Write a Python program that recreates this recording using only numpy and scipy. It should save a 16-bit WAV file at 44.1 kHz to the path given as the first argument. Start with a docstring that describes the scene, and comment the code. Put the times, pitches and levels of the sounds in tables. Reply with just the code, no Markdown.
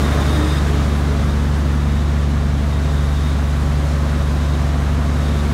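"""A large six-cylinder diesel idles steadily on an open building site: exhaust partials locked to its cycle. A
smaller engine hums behind it on two partials and throbs against the diesel. Fan and casing roar, shaped noise
with wavering hums, fills the air; it is strongest at first, dips, and rises again near the end. Another machine
draws away with a sinking whine of two unsteady tones. A thin metallic rasp comes and goes in the treble: dense
clicks ringing a few short modes."""
import sys
import numpy as np
from scipy import signal
from scipy.fft import rfft, irfft, next_fast_len
from scipy.io import wavfile

SR = 44100
rng = np.random.default_rng(int(sys.argv[2]) if len(sys.argv) > 2 else 0)


def persist_wave(psi):
    """Save psi, clipped to +-1, as 16-bit WAV."""
    counts = np.round(np.clip(psi, -1, 1) * 32767).astype(np.int16)
    wavfile.write(sys.argv[1], SR, np.atleast_2d(counts).T)


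def linear_from_db(decibels):
    """Turn decibels (scalar or array-like) into linear amplitude factors; 0 gives 1."""
    return 10 ** (np.asarray(decibels, float) / 20)


N = 243873

# broad air noise over time: start_s, roar_level_db, hiss_level_db
AIR_LEVELS = [(0, -24.5, -37), (.45, -25.5, -38), (1.1, -29, -41), (1.7, -30, -42.5), (2.5, -30.5, -43.5),
              (2.9, -30.5, -42), (4.3, -30, -41.5), (5.0, -29.5, -42), (5.53, -29, -40.5)]
# spectra of the four air layers, only their shape counts: frequency_hz, level_db (per Hz)
RUMBLE_SPECTRUM = [(15, -26), (35, -24), (45, -19), (60, -11), (85, -3), (105, 1), (120, 1.5), (135, 1),
                   (180, -4), (240, -2), (300, -13.5), (400, -32)]
ROAR_SPECTRUM = [(180, -20), (250, -1), (350, -2), (500, -6), (680, -7), (900, -9), (1200, -8.5),
                 (1700, -11.5), (2300, -16.5), (3000, -21.5), (4200, -25.5)]
HISS_SPECTRUM = [(2000, -22), (3000, -2.5), (4200, -2), (5000, -4), (6500, -5.5), (8000, -11), (11000, -23)]
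TOP_HISS_SPECTRUM = [(6000, -7), (8500, -1), (10000, -3), (12000, -4.5), (14000, -10), (15700, -9)]
# rumble and top hiss: mean level in dB, and share of the swing of roar and hiss that they follow
RUMBLE_DB, RUMBLE_FOLLOWS, TOP_DB, TOP_FOLLOWS = -29, 0.63, -50, 1.36
# faint hums that swell with the roar: pitch_hz, width_hz (of each of two passes), level_db (against the roar)
HUM_BANDS = [(199.6, 2.3, -12.5), (336.2, 1.5, -14.5), (420.7, 2.8, -19), (466, 9.2, -19.5),
             (538, 4.5, -30), (558, 2.4, -16), (600.5, 4.4, -20.5), (669.3, 10.6, -16), (685, 4.2, -17.5),
             (787, 6.2, -23), (1019, 4, -20), (1055, 9.5, -20.5), (1133, 5.6, -20.5), (1146, 4.7, -19.5),
             (1266, 13, -22)]

# lower tone of the whine: sinks along an S-curve between two pitches, then dies out
LOW_FROM_HZ, LOW_TO_HZ, SINK_MID_S, SINK_TAKES_S = 312, 267.7, 0.88, 0.28
LOW_DB, LOW_DIES_S = -44.5, 1.6
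# upper tone of the whine: holds its mean pitch, then dies out
HIGH_HZ, HIGH_DB, HIGH_DIES_S = 424, -37.5, 1.1
DYING_DB_PER_S = 36
# brief swells of the lower tone: centre_s, level_db
LOW_SWELLS = [(.42, -25.5), (.79, -30.5)]
SWELL_S = 0.054   # spread of each swell

# smaller engine: multiple of its firing rate, level_db (rms)
SMALL_PARTIALS = [(1, -32), (2, -33.5)]
SMALL_HZ = 49.72   # mean firings per second
# the diesel's fourth cycle partial beats with the small engine: rms level, a moment when they oppose
FOURTH_DB, OPPOSED_S = -40, 2.78

# strokes of the rasp: start_s, length_s, level_db (at the end of the stroke)
RASP_STROKES = [(0, .585, -38), (.68, 0.27, -46), (1.24, 0.099, -44), (1.45, .65, -49), (2.66, .66, -44),
                (4.1, 0.45, -49), (5.137, .27, -43)]
# onset of a stroke, its rise in level along its length, decay time after it, floor between strokes
BITE_S, GROWS_DB, STOP_S, IDLE_DB = .06, 3, .012, -53
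# modes the rasp rings with: pitch_hz, width_hz (of each of two passes), level_db
LOWER_RASP_MODES = [(3356, 43, -9.5), (3585, 30, -7.5), (3677, 83, -6), (3734, 117, -3)]
UPPER_RASP_MODES = [(1856, 66, -2.5), (4970, 260, -8.5), (8580, 500, -12.5)]
# upper modes ring more under a hard stroke: dB against the lower at a -40 dB stroke, dB gained per dB
UPPER_DB, UPPER_PER_DB = -3, 1.7

# speed of the big diesel: start_s, firing_hz
FIRING_RATE = [(0, 72.02), (2.6, 72.0), (4.4, 72.08), (5.53, 72.2)]
CYLINDERS = 6   # firings in one whole cycle
# exhaust partials: multiple of the firing rate, level_db (rms; the third also swells)
EXHAUST_PARTIALS = [(1, -17.5), (2, -24.5), (3, -33.5), (4, -42.5)]
# slow swell added to the third exhaust partial: start_s, change_db
THIRD_SWELL = [(0, 1), (.45, -4), (1.0, 4.5), (2.6, 3.5), (2.9, -1.5), (4.4, -8.5), (5.53, 4.5)]
PULSE_SKEW = 1.44   # radians by which a partial leads, per e-fold in pitch
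# partials added by unlike cylinders: multiple of the whole cycle, level_db (rms)
UNEVEN_PARTIALS = [(5, -47.5), (10, -40), (11, -48.5), (13, -41.5), (14, -40.5), (16, -45), (17, -39.5),
                   (20, -37.5), (21, -41), (22, -41.5)]


def in_time(rows):
    """Columns of a curve, one value per sample."""
    s, *columns = np.transpose(rows)
    return [np.interp(np.arange(N) / SR, s, c) for c in columns]


def rms_one(x):
    """Scale to unit rms."""
    return x / np.sqrt(np.mean(x ** 2) + 1e-20)


def drift(rate_hz):
    """Slow random wander of unit spread: noise through two equal low-pass poles."""
    # made at one point per 40 samples, its first 2000 points dropped to let the filter settle
    r = np.exp(-80 * np.pi * rate_hz / SR)
    slow = signal.lfilter([1], [1, -2 * r, r * r], rng.standard_normal(N // 40 + 2002))[2000:]
    slow = rms_one(slow - slow.mean())
    return np.interp(np.arange(N) / 40, np.arange(len(slow)), slow)


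def coloured(spectrum):
    """Noise of unit rms shaped by a spectrum, interpolated over log frequency."""
    size = next_fast_len(N)
    hz, db = np.transpose(spectrum)
    bins_hz = np.maximum(np.arange(size // 2 + 1) * SR / size, 1)
    shape = linear_from_db(np.interp(np.log(bins_hz), np.log(hz), db, left=-80, right=-80))
    white = rng.standard_normal(size)
    return rms_one(irfft(rfft(white) * shape, size)[:N])


def resonance(x, hz, width_hz):
    """Two-pole resonance with gain 1 on top."""
    r = np.exp(-np.pi * width_hz / SR)
    poles = [1, -2 * r * np.cos(2 * np.pi * hz / SR), r * r]
    return signal.lfilter([(1 - r * r) / 2, 0, (r * r - 1) / 2], poles, x)


def tone(phase, db):
    """A sine of the given rms level."""
    return np.sqrt(2) * linear_from_db(db) * np.cos(phase)


def hums(roar_db):
    """Narrow bands of noise: tones that waver in strength and follow the roar."""
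    white = rng.standard_normal(N + SR)
    bands = np.zeros(N)
    for hz, width_hz, db in HUM_BANDS:
        ringing = resonance(resonance(white, hz, width_hz), hz, width_hz)
        bands += linear_from_db(db) * rms_one(ringing[SR:])   # the first second lets the ringing build up
    return linear_from_db(roar_db) * bands


def air():
    """Shaped noise: steady-grained rumble, roar with its hums, and two hisses; all but the rumble flutter."""
    roar_db, hiss_db = in_time(AIR_LEVELS)
    rumble_db = RUMBLE_DB + RUMBLE_FOLLOWS * (roar_db - roar_db.mean())
    top_db = TOP_DB + TOP_FOLLOWS * (hiss_db - hiss_db.mean())
    rumble = linear_from_db(rumble_db) * coloured(RUMBLE_SPECTRUM)
    roar = linear_from_db(roar_db + 0.4 * drift(15)) * coloured(ROAR_SPECTRUM)
    hiss = linear_from_db(hiss_db + 0.6 * drift(15)) * coloured(HISS_SPECTRUM)
    top_hiss = linear_from_db(top_db + 0.5 * drift(8.7)) * coloured(TOP_HISS_SPECTRUM)
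    return rumble + roar + hums(roar_db) + hiss + top_hiss


def whine():
    """Two tones unsteady in pitch and level fade out; the lower one sinks as it goes."""
    t = np.arange(N) / SR
    sink = 1 / (1 + np.exp((t - SINK_MID_S) / SINK_TAKES_S))
    low_hz = LOW_TO_HZ + (LOW_FROM_HZ - LOW_TO_HZ) * sink
    low_gain = linear_from_db(LOW_DB - DYING_DB_PER_S * np.maximum(t - LOW_DIES_S, 0))
    for centre_s, db in LOW_SWELLS:
        low_gain = low_gain + linear_from_db(db) * np.exp(-.5 * ((t - centre_s) / SWELL_S) ** 2)
    high_gain = linear_from_db(HIGH_DB - DYING_DB_PER_S * np.maximum(t - HIGH_DIES_S, 0))
    out = np.zeros(N)
    for hz, gain in ((low_hz, low_gain), (HIGH_HZ, high_gain)):
        phase = 2 * np.pi * np.cumsum(hz + 3.44 * drift(5.5)) / SR
        out += gain * tone(phase, 2.7 * drift(5.9))
    return out


def diesel_cycle():
    """Phase of the big diesel's whole cycle in radians."""
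    return 2 * np.pi * np.cumsum(in_time(FIRING_RATE)[0]) / SR / CYLINDERS


def small_engine():
    """A nearly steady firing hum; the diesel's nearby cycle partial makes it throb."""
    opposed = int(OPPOSED_S * SR)
    firing = 2 * np.pi * np.cumsum(SMALL_HZ + .02 * drift(.5)) / SR
    fourth = 4 * diesel_cycle()
    hum = np.zeros(N)
    for multiple, db in SMALL_PARTIALS:
        hum += tone(multiple * (firing - firing[opposed]), db + .5 * drift(1.6))
    return hum - tone(fourth - fourth[opposed], FOURTH_DB)


def strokes():
    """Level of the rasp in dB: each stroke bites in, grows and stops short; the strongest one wins."""
    t = np.arange(N) / SR
    gain = np.full(N, linear_from_db(IDLE_DB))
    for start_s, length_s, db in RASP_STROKES:
        since = t - start_s
        bite = np.clip(since / BITE_S, 0, 1) * np.exp(-np.maximum(since - length_s, 0) / STOP_S)
        growing_db = db - GROWS_DB * np.clip(1 - since / length_s, 0, 1)
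        gain = np.maximum(gain, bite * linear_from_db(growing_db))
    return 20 * np.log10(gain)


def ring(clicks, modes):
    """Clicks set a bank of short metallic modes ringing."""
    out = np.zeros(N)
    for k, (hz, width_hz, db) in enumerate(modes):
        ringing = resonance(resonance(clicks + 1e-18, hz, width_hz), hz, width_hz)
        # neighbouring modes alternate in sign so that no hole opens between them
        out += (-1) ** k * linear_from_db(db) * rms_one(ringing)
    return out


def rasp():
    """Very dense clicks of uneven size and random sign ring two banks of modes."""
    level_db = strokes()
    upper_db = UPPER_DB + UPPER_PER_DB * (level_db + 40)
    struck = rng.random(N) < 4000 / SR   # about 4000 clicks per second
    size = linear_from_db(3.2 * np.minimum(rng.exponential(1, N), 5))
    clicks = struck * size * rng.choice([-1, 1], N)
    lower = ring(clicks, LOWER_RASP_MODES)
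    upper = ring(clicks, UPPER_RASP_MODES)
    return linear_from_db(level_db + 1.0 * drift(22)) * (lower + linear_from_db(upper_db) * upper)


def diesel():
    """Skewed exhaust pulses, six to the cycle; unlike cylinders add partials of the whole cycle."""
    cycle = diesel_cycle()
    swell_db, = in_time(THIRD_SWELL)
    out = np.zeros(N)
    for multiple, db in EXHAUST_PARTIALS:
        phase = multiple * CYLINDERS * cycle + PULSE_SKEW * np.log(multiple)
        # higher partials waver more
        waver_db = (multiple - 1) * 0.66 * drift(1.7) + 0.26 * drift(1.2)
        out += tone(phase, db + (multiple == 3) * swell_db + waver_db)
    for multiple, db in UNEVEN_PARTIALS:
        out += tone(multiple * cycle + rng.uniform(0, 2 * np.pi), db + 1.8 * drift(0.53))
    return out


def scene():
    """All sources add up in one channel, without echoes, as in the open."""
    return (air() + whine() + small_engine() + rasp() + diesel())[None]


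def low_pass(x):
    """Removes everything above the highest recorded frequency."""
    return signal.sosfilt(signal.butter(12, 15660, fs=SR, output="sos"), x)


def record(dry):
    """The finished mix goes out at its own level."""
    return low_pass(dry)


dry = scene()
out = record(dry)
persist_wave(out)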